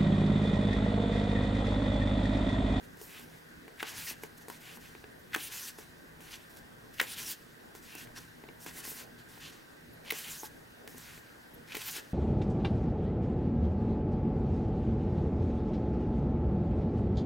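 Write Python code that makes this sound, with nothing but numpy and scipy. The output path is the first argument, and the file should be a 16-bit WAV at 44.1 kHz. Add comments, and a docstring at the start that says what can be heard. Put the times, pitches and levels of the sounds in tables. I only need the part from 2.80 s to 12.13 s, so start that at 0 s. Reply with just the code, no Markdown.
"""Hands turn the glossy pages of a booklet close to a small stereo microphone in a quiet room.
Rubbing fingers, bent edges and sliding pages hiss as noise grains and ring the air wedge between the sheets.
Landing pages and tapping fingers knock, thud and crack; page edges slip off the thumb in bursts of ticks;
moving sheets whistle briefly. All are filtered noise, returned by table and walls as sparse echoes.
Behind them the room and a distant fan hum and rush, and the microphone hisses."""
import sys
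import numpy as np
from scipy import signal
from scipy.fft import rfft, irfft, next_fast_len
from scipy.io import wavfile
from scipy.ndimage import uniform_filter1d

SR = 44100
rng = np.random.default_rng(int(sys.argv[2]) if len(sys.argv) > 2 else 0)


def transcribe(u):
    """Save the signal u as a 16-bit wav file named by the first command-line argument.

    u: samples, shape (n,) or (channels, n), limited to [-1, 1]; the rate is SR.
    q: integer samples, one column per channel.
    """
    v = np.clip(np.atleast_2d(u).T, -1, 1)
    q = np.round(v * 32767).astype(np.int16)
    wavfile.write(sys.argv[1], SR, q)


N = 411453  # length [samples]


def gain_of(db):
    """Amplitude factor of a level."""
    return 10 ** (np.asarray(db) / 20)


def evened(x):
    """Scaled to rms 1."""
    return x / np.sqrt(np.mean(x ** 2) + 1e-20)


def peaked(x):
    """Scaled to peak 1."""
    return x / abs(x).max()


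def read(points, hz):
    """Value of a spectrum table, straight on a log-frequency axis."""
    f, value = np.transpose(points)
    return np.interp(np.log(hz + 1), np.log(f + 1), value)


def add(mix, start, sound):
    """Mixes a sound in at time start [s]."""
    part = mix[round(start * SR):][:len(sound)]
    part += sound[:len(part)]


def resonate(x, hz, width):
    """A resonance: shifts the steady or gliding pitch hz down to zero, smooths, and shifts back."""
    turn = np.exp(2j * np.pi * np.cumsum(hz * np.ones(x.shape[-1])) / SR)
    r = np.exp(-np.pi * width / SR)
    smooth = signal.lfilter([1 - r], [1, -r], x / turn + 1e-18)
    return 2 * (turn * smooth).real


def band(x, hz, width):
    """Two resonances in a row, the second twice as wide."""
    return resonate(resonate(x, hz, width), hz, 2 * width)


def coloured(x, points):
    """Filters a long sound by a (frequency [Hz], level [dB]) table."""
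    size = next_fast_len(x.shape[-1])
    gain = gain_of(read(points, np.fft.rfftfreq(size, 1 / SR)))
    return irfft(rfft(x, size) * gain, size)[..., :x.shape[-1]]


def bright(x, hz):
    """Keeps what lies above hz."""
    return signal.sosfilt(signal.butter(N=2, Wn=hz, btype="high", fs=SR, output="sos"), x)


def room_air(patchy_db=1.8, air_db=-54.5, microphone_db=-69):
    """Steady air and microphone hiss, with the fuzzy hum and rush of a distant fan, all from one stereo noise."""
    # spectrum of the room air: (frequency [Hz], relative density [dB per Hz])
    air_points = [(12, -23), (20, -12), (86, -8), (161, -4), (205, -6.5), (240, -3.5), (408, -7.5),
                  (476, -6.5), (509, -9.5), (1060, -13), (1540, -13.5), (2200, -17.5), (4000, -25.5),
                  (5200, -31.5), (8800, -120)]
    # left-right likeness of the room air: (frequency [Hz], correlation [-1 to 1])
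    likeness_points = [(60, 1), (130, 0.65), (290, 0.31), (640, -0.39), (1410, -0.37), (3100, -0.58),
                       (6820, 0.47), (15000, 1.0)]
    # hum of the fan, alike on both sides: (frequency [Hz], width [Hz], level [dB])
    hum_bands = [(117.3, 6.7, -73), (160.1, 7.8, -71.5), (238.9, 9.7, -72.5)]
    # whistling air of the fan: (frequency [Hz], width [Hz], level [dB])
    rush_bands = [(1580, 200, -68), (1830, 300, -68)]
    frames, hz = N // 512 + 5, np.fft.rfftfreq(2048, 1 / SR)
    a, b, c, d, patches = rng.standard_normal((frames, 1025, 5)).T
    patches = evened(uniform_filter1d(uniform_filter1d(patches, 20, axis=0), 8, axis=1))
    likeness = np.clip(read(likeness_points, hz), -1, 1)[:, None]
    left = a + 1j * b
    right = likeness * left + np.sqrt(1 - likeness ** 2) * (c + 1j * d)
    z = np.array([left, right]) * gain_of(patchy_db * patches)
    white = signal.istft(z, nperseg=2048, noverlap=1536)[1][:, :N]
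    air = gain_of(air_db) * evened(coloured(white, air_points))
    hum = sum(gain_of(db) * evened(band(white[0], f, width)) for f, width, db in hum_bands)
    blended = white + 0.43 * white[::-1]  # each side takes in some of the other
    rush = sum(gain_of(db) * evened(band(blended, f, width)) for f, width, db in rush_bands)
    return air + hum + rush + gain_of(microphone_db) * evened(bright(white, 2000))


def short_stroke(start, length, start_db, end_db, wedge_db, hz, shine_db):
    """The hiss runs straight from start to end while the wedge swells and sinks and its pitch climbs."""
    share = 0.56  # the wedge rings most at this share of a stroke
    ends_db, glide = -11, 0.17  # wedge level at both ends re its top [dB], whole climb as a share of hz
    return [(start, start_db, wedge_db + ends_db, hz * (1 - share * glide), shine_db),
            (start + share * length, start_db + share * (end_db - start_db), wedge_db, hz, shine_db),
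            (start + length, end_db, wedge_db + ends_db, hz * (1 + (1 - share) * glide), shine_db)]


def stroke(t, rows, rise_db_per_s, fall_db_per_s):
    """Hiss, wedge, pitch and shine of one stroke, fading in before its rows and out after them."""
    linger_db, linger_db_per_s = -12.5, 57  # the sheets keep whispering after a stroke
    times, *columns = np.transpose(rows)
    early, late = np.maximum(times[0] - t, 0), np.maximum(t - times[-1], 0)
    fall_db = np.maximum(-fall_db_per_s * late, linger_db - linger_db_per_s * late)
    fade_db = fall_db - rise_db_per_s * early
    hiss_db, wedge_db, hz, shine_db = [np.interp(t, times, c) for c in columns]
    return hiss_db + fade_db, wedge_db + fade_db, hz, shine_db


def contact():
    """All strokes together: powers add, and louder strokes weigh more in pitch and shine."""
    # short strokes: a finger rubs a page, a thumb bends its edge, or a turning page slides briefly:
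    # (time [s], length [s], hiss at the start [dB], hiss at the end [dB],
    # wedge top [dB], wedge pitch at its top [Hz], shine [dB per octave])
    short_strokes = [(0.032, 0.021, -64, -62, -62, 1700, 2), (0.174, 0.031, -67, -54, -69, 1900, 2),
                     (0.224, 0.047, -50, -55, -66, 2060, 4.5), (0.278, .165, -54.5, -57.5, -50, 2410, 4),
                     (.45, 0.14, -69, -64, -64, 2030, 0.), (.97, .06, -69, -51, -53.5, 2200, 6),
                     (1.426, 0.038, -54.5, -56.5, -68, 1900, 0.), (1.582, 0.011, -52, -65, -68, 1800, 2),
                     (1.612, 0.014, -59, -58, -68, 1800, 1), (1.69, 0.088, -53, -58.5, -57.5, 2100, 1),
                     (1.806, 0.16, -58.5, -55, -49.5, 2410, 2.5),
                     (2.009, 0.081, -59.5, -58.5, -55.5, 2400, 0.5), (2.097, 0.13, -65, -70, -76, 1800, -3),
                     (2.393, 0.018, -66, -71, -72, 1800, 13), (2.52, 0.052, -65, -49, -50, 2200, 2),
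                     (2.988, 0.058, -51, -62, -58.5, 1900, 2), (3.41, 0.14, -57, -58, -55, 2350, 1),
                     (3.514, 0.047, -51.5, -52, -44.5, 2800, -2), (3.566, 0.07, -67, -64, -61, 2100, -1),
                     (3.7, 0.055, -61, -63, -77, 1800, 3), (3.766, 0.023, -57, -57, -75, 1900, 0),
                     (4.142, 0.015, -54, -64, -66, 1900, 1), (4.954, 0.043, -53.5, -61, -63, 1800, 1),
                     (5.028, 0.19, -56.5, -55.5, -54, 2360, 0.5),
                     (5.181, 0.068, -50.5, -55, -52, 2720, 1.5),
                     (5.362, 0.023, -50.5, -47, -52, 2230, -2.5), (5.405, 0.053, -56, -71, -61, 1800, 1.5),
                     (5.804, 0.042, -55.5, -49.5, -64, 1900, 3), (5.867, 0.033, -48, -50, -51, 1900, -0.5),
                     (6.39, 0.023, -58.5, -64, -68, 1700, -4.5), (6.49, 0.1, -58, -59, -61, 1800, 1),
                     (6.607, 0.097, -53.5, -55, -47.5, 3040, -2.5),
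                     (6.724, 0.12, -58, -72, -68, 2000, -4.5), (7.253, 0.05, -59, -59, -46, 2500, 2),
                     (8.088, .07, -56, -60, -62, 1800, 3), (8.17, 0.22, -53.5, -56, -54.5, 1920, 0.),
                     (8.397, 0.13, -69, -67, -63, 1850, -2), (8.878, 0.093, -59.5, -55, -47.5, 2340, -2),
                     (8.952, .03, -47, -49, -44, 2300, 2)]
    # a freed page slides over the one below, the main slide of each turn as a curve: (time [s], hiss [dB],
    # ring of the air wedge between the pages [dB], wedge pitch [Hz], shine of the hiss [dB per octave])
    turns = [
        [(1.04, -60, -49, 2360, -9), (1.09, -43, -47.5, 2600, 0), (1.134, -52.5, -53.5, 2160, -2.5),
         (1.182, -42, -51.5, 2430, -0.5), (1.234, -45.5, -47.5, 2510, 2.5), (1.262, -43, -56, 2010, 6),
         (1.278, -41, -46, 2120, -0.5), (1.304, -38, -53, 2490, 3.5), (1.33, -50, -52, 2580, 0)],
        [(2.575, -53, -50, 2380, 8), (2.607, -47, -45, 2810, 5), (2.637, -43.5, -50, 2870, 3.5),
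         (2.675, -44, -48, 2990, 5.5), (2.697, -54, -55, 2750, -2), (2.729, -42.5, -48, 2590, 2.5),
         (2.865, -44, -60, 2730, 1), (2.889, -41.5, -49, 2840, 3), (2.9, -46.5, -64, 2930, -0.5)],
        [(4.23, -43, -43.5, 2140, 5), (4.254, -51.5, -51, 2300, 3), (4.338, -42.5, -45.5, 3400, 1),
         (4.358, -54, -52, 3070, 1.5), (4.384, -42, -42, 2650, 2.5), (4.422, -42, -50, 2430, 0.5),
         (4.452, -45, -54, 2760, 2), (4.518, -36.5, -45, 2930, 5), (4.54, -48, -57, 3120, 0)],
        [(5.945, -53.5, -58, 1960, 1.5), (5.987, -44.5, -51, 1700, 5), (6.007, -47, -61, 1790, 0),
         (6.023, -57, -63, 2070, -2), (6.043, -44.5, -57, 2080, -1), (6.103, -42.5, -53.5, 2170, 5.5),
         (6.139, -49, -62, 1920, 4.5), (6.201, -46, -52, 2200, 2), (6.24, -54, -60, 1880, -1)],
        [(7.335, -48, -51, 2520, -2), (7.389, -41, -47, 2660, 5), (7.425, -46.5, -52.5, 2870, 1),
         (7.479, -48, -45, 2420, 5), (7.513, -42, -53, 2590, 2), (7.561, -46, -62, 3010, 0.5),
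         (7.621, -50.5, -64, 2950, 4.5), (7.655, -45, -69, 2570, 0), (7.67, -50.5, -74, 2480, 0)],
        [(8.98, -50, -56, 2610, 1), (9.02, -45, -43, 2440, 1.5), (9.036, -47.5, -55, 2470, -1),
         (9.078, -43.5, -45, 2700, 1.5), (9.086, -41, -39.5, 2630, -1), (9.114, -42.5, -56, 2720, 3),
         (9.15, -44, -44.5, 2580, -0.5), (9.168, -38, -43, 2600, 1), (9.195, -46, -56, 2720, -3)],
    ]
    # steady faint hiss and mid-band rush beneath the strokes:
    # (hiss [dB], rush [dB], rush pitch [Hz], shine [dB per octave])
    floor = (-66.5, -70.5, 1702, 0.5)
    t = np.arange(N // 32 + 2) * 32 / SR  # one point every 32 samples
    strokes = [stroke(t, rows, rise_db_per_s=287, fall_db_per_s=596) for rows in turns]
    strokes += [stroke(t, short_stroke(*row), rise_db_per_s=1200, fall_db_per_s=700) for row in short_strokes]
    strokes += [np.outer(floor, np.ones(len(t)))]
    hiss_db, wedge_db, hz, shine_db = np.swapaxes(strokes, 0, 1)
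    hiss, wedge = gain_of(2 * hiss_db), gain_of(2 * wedge_db)  # powers
    joint = (10 * np.log10(hiss.sum(0)), 10 * np.log10(wedge.sum(0)),
             (wedge * hz).sum(0) / wedge.sum(0), (hiss * shine_db).sum(0) / hiss.sum(0))
    return [np.interp(np.arange(N) / SR, t, c) for c in joint]


def slide(grains_per_s=12000, spread_db=1.3, patchy_db=1.4, wedge_width=1700):
    """Dense fibre catches hiss in drifting patches and ring the air wedge between the pages."""
    # spectrum of the paper hiss: (frequency [Hz], relative density [dB per Hz])
    fibre_points = [(470, -47), (800, -9.5), (1320, -6.5), (1750, -1), (2310, -15), (2620, -4), (3000, -6),
                    (5810, -3), (8660, -6.5), (14100, -6.5), (15800, -11)]
    hiss_db, wedge_db, wedge_hz, shine_db = contact()
    caught = rng.random(N) < grains_per_s / SR
    size = gain_of(spread_db * np.minimum(rng.exponential(1, N), 3)) * caught
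    grains = evened(size * rng.standard_normal(N)) + 1.2 * rng.standard_normal(N)
    hz, t, z = signal.stft(grains, SR, nperseg=256)
    patches = uniform_filter1d(uniform_filter1d(rng.standard_normal(z.shape), 5, axis=0), 14, axis=1)
    # shine tilts the hiss about 8 kHz, level below 2 kHz
    octaves = np.log2(np.maximum(hz, 2000) / 8000)[:, None]
    tilt_db = octaves * np.interp(t * SR, np.arange(N), shine_db)
    grains = signal.istft(z * gain_of(patchy_db * evened(patches) + tilt_db), SR)[1][:N]
    hiss = evened(coloured(grains, fibre_points)) * gain_of(hiss_db)
    wedge = band(size * rng.standard_normal(N), wedge_hz, wedge_width)
    return hiss + evened(wedge) * gain_of(wedge_db)


def slap(db, thud_db, hz, crack_db):
    """One sudden push sets off a short knock of the sheet, a dull thud of the stack and a crack."""
    t = np.arange(6000) / SR
    push = rng.standard_normal((3, len(t))) * np.minimum(t / 0.0002, 1)
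    short = gain_of(-60 * t / 0.018)  # down 60 dB in 18 ms
    # the blow, then the sheets settle
    jolt = gain_of(-60 * t / 0.0056) + 0.055 * push[0] * gain_of(-60 * t / 0.16)
    thud = resonate(jolt, hz, 63) + 0.49 * resonate(jolt, 403, 220) + 0.4 * resonate(jolt, 823, 330)
    thud = bright(resonate(thud, 870, 1140), 200)
    knock = resonate(resonate(push[1] * short, 1850, 900), 2300, 2500)
    crack = bright(push[2] * short, 5500)
    return gain_of(db) * (peaked(knock) + gain_of(thud_db) * peaked(thud) + gain_of(crack_db) * peaked(crack))


def slip(db, hz, treble_db, ms):
    """A flurry of tiny releases rings the bent page edge and spits some treble."""
    t = np.arange(1500) / SR
    age = t / ms * 2500  # in units of 0.4 length
    force = age * np.exp(-age)  # rises fast, dies within ms
    ticks = rng.standard_normal((2, len(t))) * force
    ring = resonate(ticks[0], hz, 410) + 0.5 * resonate(ticks[0], 0.9 * hz, 2000)
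    # the edge is too small for bass and too soft for treble
    ring = bright(resonate(ring, 1.3 * hz, 2900), 0.46 * hz)
    return gain_of(db) * (peaked(ring) + gain_of(treble_db) * peaked(bright(ticks[1], 12000)))


def whistle(length, hz, db):
    """Air squeezed through the slit between two pages: a fuzzy band that swells and fades."""
    tone = band(rng.standard_normal(8000), hz, 0.09 * hz)[:round(length * SR)]
    return gain_of(db) * evened(tone) * np.hanning(len(tone))


def walls(x, t60=0.15):
    """Table and walls return sparse taps of random sign, other ones for each side."""
    # returned sound: (frequency [Hz], level [dB])
    return_points = [(80, -45), (200, -4), (400, -2.5), (800, -2.5), (1600, -5.5), (3500, -14), (8000, -69),
                     (16000, -64)]
    at = np.arange(60, 12000, 20) + rng.integers(0, 20, (2, 597))  # one tap in every 20 samples
    taps = np.zeros((2, 12040))
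    np.put_along_axis(taps, at, rng.choice([-1., 1.], at.shape) * gain_of(-60 * at / SR / t60), axis=1)
    echoes = signal.fftconvolve(x[None], taps / np.linalg.norm(taps[0]), axes=1)[:, :N]
    return coloured(echoes, return_points)


def scene():
    """The booklet, a little to the left, its echoes and the room."""
    # a page or finger lands: (time [s], knock peak [dB], thud re knock [dB], thud pitch [Hz], crack re knock [dB])
    slaps = [(0.171, -55, 5, 400, 9), (0.2144, -45.5, 5, 420, 11.5), (0.395, -46.5, 0.5, 400, 7),
             (0.88, -41.5, -1.5, 387, -8), (1.0282, -25.5, -1.5, 1140, -3.5), (1.3116, -39.5, 0, 260, -5),
             (1.4352, -35.5, 1, 440, 2.5), (1.6833, -45, 7.5, 440, 11), (1.7, -37.5, 3.5, 950, 4.5),
             (1.972, -47, 5, 226, 2), (2.151, -39.5, -4.5, 380, -14), (2.2407, -40.5, -3.5, 406, -16),
             (2.5613, -30.5, 1, 312, 3), (2.9862, -45, 5, 403, 3), (3.4055, -46, 1, 240, 1),
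             (3.7701, -48, -11, 310, 11), (4.2133, -23.5, -5.5, 515, 3.5), (4.9507, -44.5, 2, 384, 3),
             (5.1519, -45.5, 4.5, 305, 13), (5.2719, -42, -13, 281, -7), (5.6386, -45, 4.5, 273, -11),
             (5.688, -38.5, -5.5, 420, -24), (5.8628, -34, -1.5, 295, -1), (5.9834, -49, 4, 345, 4),
             (6.0514, -39.5, -1, 1080, 8), (6.0777, -44.5, 5.5, 220, 2), (6.1176, -44, 2, 428, 1),
             (6.576, -46, 3, 229, -8), (7.3234, -34.5, 3, 445, -15), (7.6329, -45, 13, 860, -9),
             (8.076, -39.5, -3.5, 444, 5.5), (8.146, -51, 6.5, 390, -1), (8.181, -51, 6, 226, 14),
             (8.377, -42, -6, 256, -12), (8.9472, -32.5, -2.5, 290, -5), (8.968, -32, -2.5, 413, 5.5),
             (9.1643, -42, -3, 340, -11), (9.1818, -44.5, 2.5, 390, -10)]
    # a page edge slips off the thumb: (time [s], ring peak [dB], pitch [Hz], treble re ring peak [dB], length [ms])
    slips = [(0.9971, -33, 1850, -27, 3.2), (1.001, -30, 1770, -23, 9.4), (1.004, -43, 1570, -22, 2.6),
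             (2.5234, -44, 1950, -19, 2.7), (2.531, -31, 1970, -19, 8.2), (2.537, -35, 2590, -17, 3.5),
             (2.5417, -25.5, 1650, -1.5, 4.3), (2.5472, -16, 2010, -14, 2.25), (2.551, -28, 2130, -4, 2.6),
             (4.1827, -37, 2510, -18, 3.8), (4.1913, -35, 2480, -15, 2.7), (4.1962, -17.5, 1880, -20, 8.9),
             (4.1994, -13, 1770, -8, 2), (4.204, -26, 1730, -7, 2), (5.909, -44, 1630, -10, 4.4),
             (7.2936, -37, 2140, -23, 4.2), (7.3041, -21.5, 2420, -3, 1.1), (7.3054, -20.5, 2060, -3, 6),
             (7.3205, -30, 2120, 4, 3.3), (8.919, -33, 2380, -16, 8.4), (8.951, -27.5, 1830, 1, 2.5)]
    # the sliding page sings for a moment: (time [s], length [s], pitch [Hz], level before the swell [dB])
    whistles = [(1.258, 0.035, 1920, -48), (1.267, 0.056, 2600, -47.5), (2.614, 0.053, 9550, -45),
                (2.73, 0.074, 2600, -53), (2.8, 0.085, 6000, -49), (4.27, .09, 9600, -48),
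                (4.43, .09, 5570, -47), (5.083, 0.18, 2650, -54), (6.06, .07, 13000, -46),
                (7.122, 0.038, 11900, -62), (7.485, 0.062, 7150, -47.5), (7.575, 0.057, 6450, -48.5),
                (7.581, 0.12, 11500, -53), (8.728, 0.036, 11800, -57), (9.04, 0.074, 14000, -42)]
    # left over the middle for the booklet: (frequency [Hz], level [dB])
    lean_points = [(400, 0.), (1000, .8), (2500, .3), (5000, 0.)]
    booklet = slide()
    for sound, events in ((slap, slaps), (slip, slips), (whistle, whistles)):
        for start, *settings in events:
            add(booklet, start, sound(*settings))
    left = coloured(booklet, lean_points)
    right = 2 * booklet - left
    return np.array([left, right]) + walls(booklet) + room_air()


def record(dry):
    """The band limit of the recorder: a steep low-pass near 16 kHz."""
    low_pass = signal.firwin(511, 15950, window=("kaiser", 9), fs=SR)
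    return signal.oaconvolve(dry, low_pass[None], "same")


dry = scene()
out = record(dry)
transcribe(out)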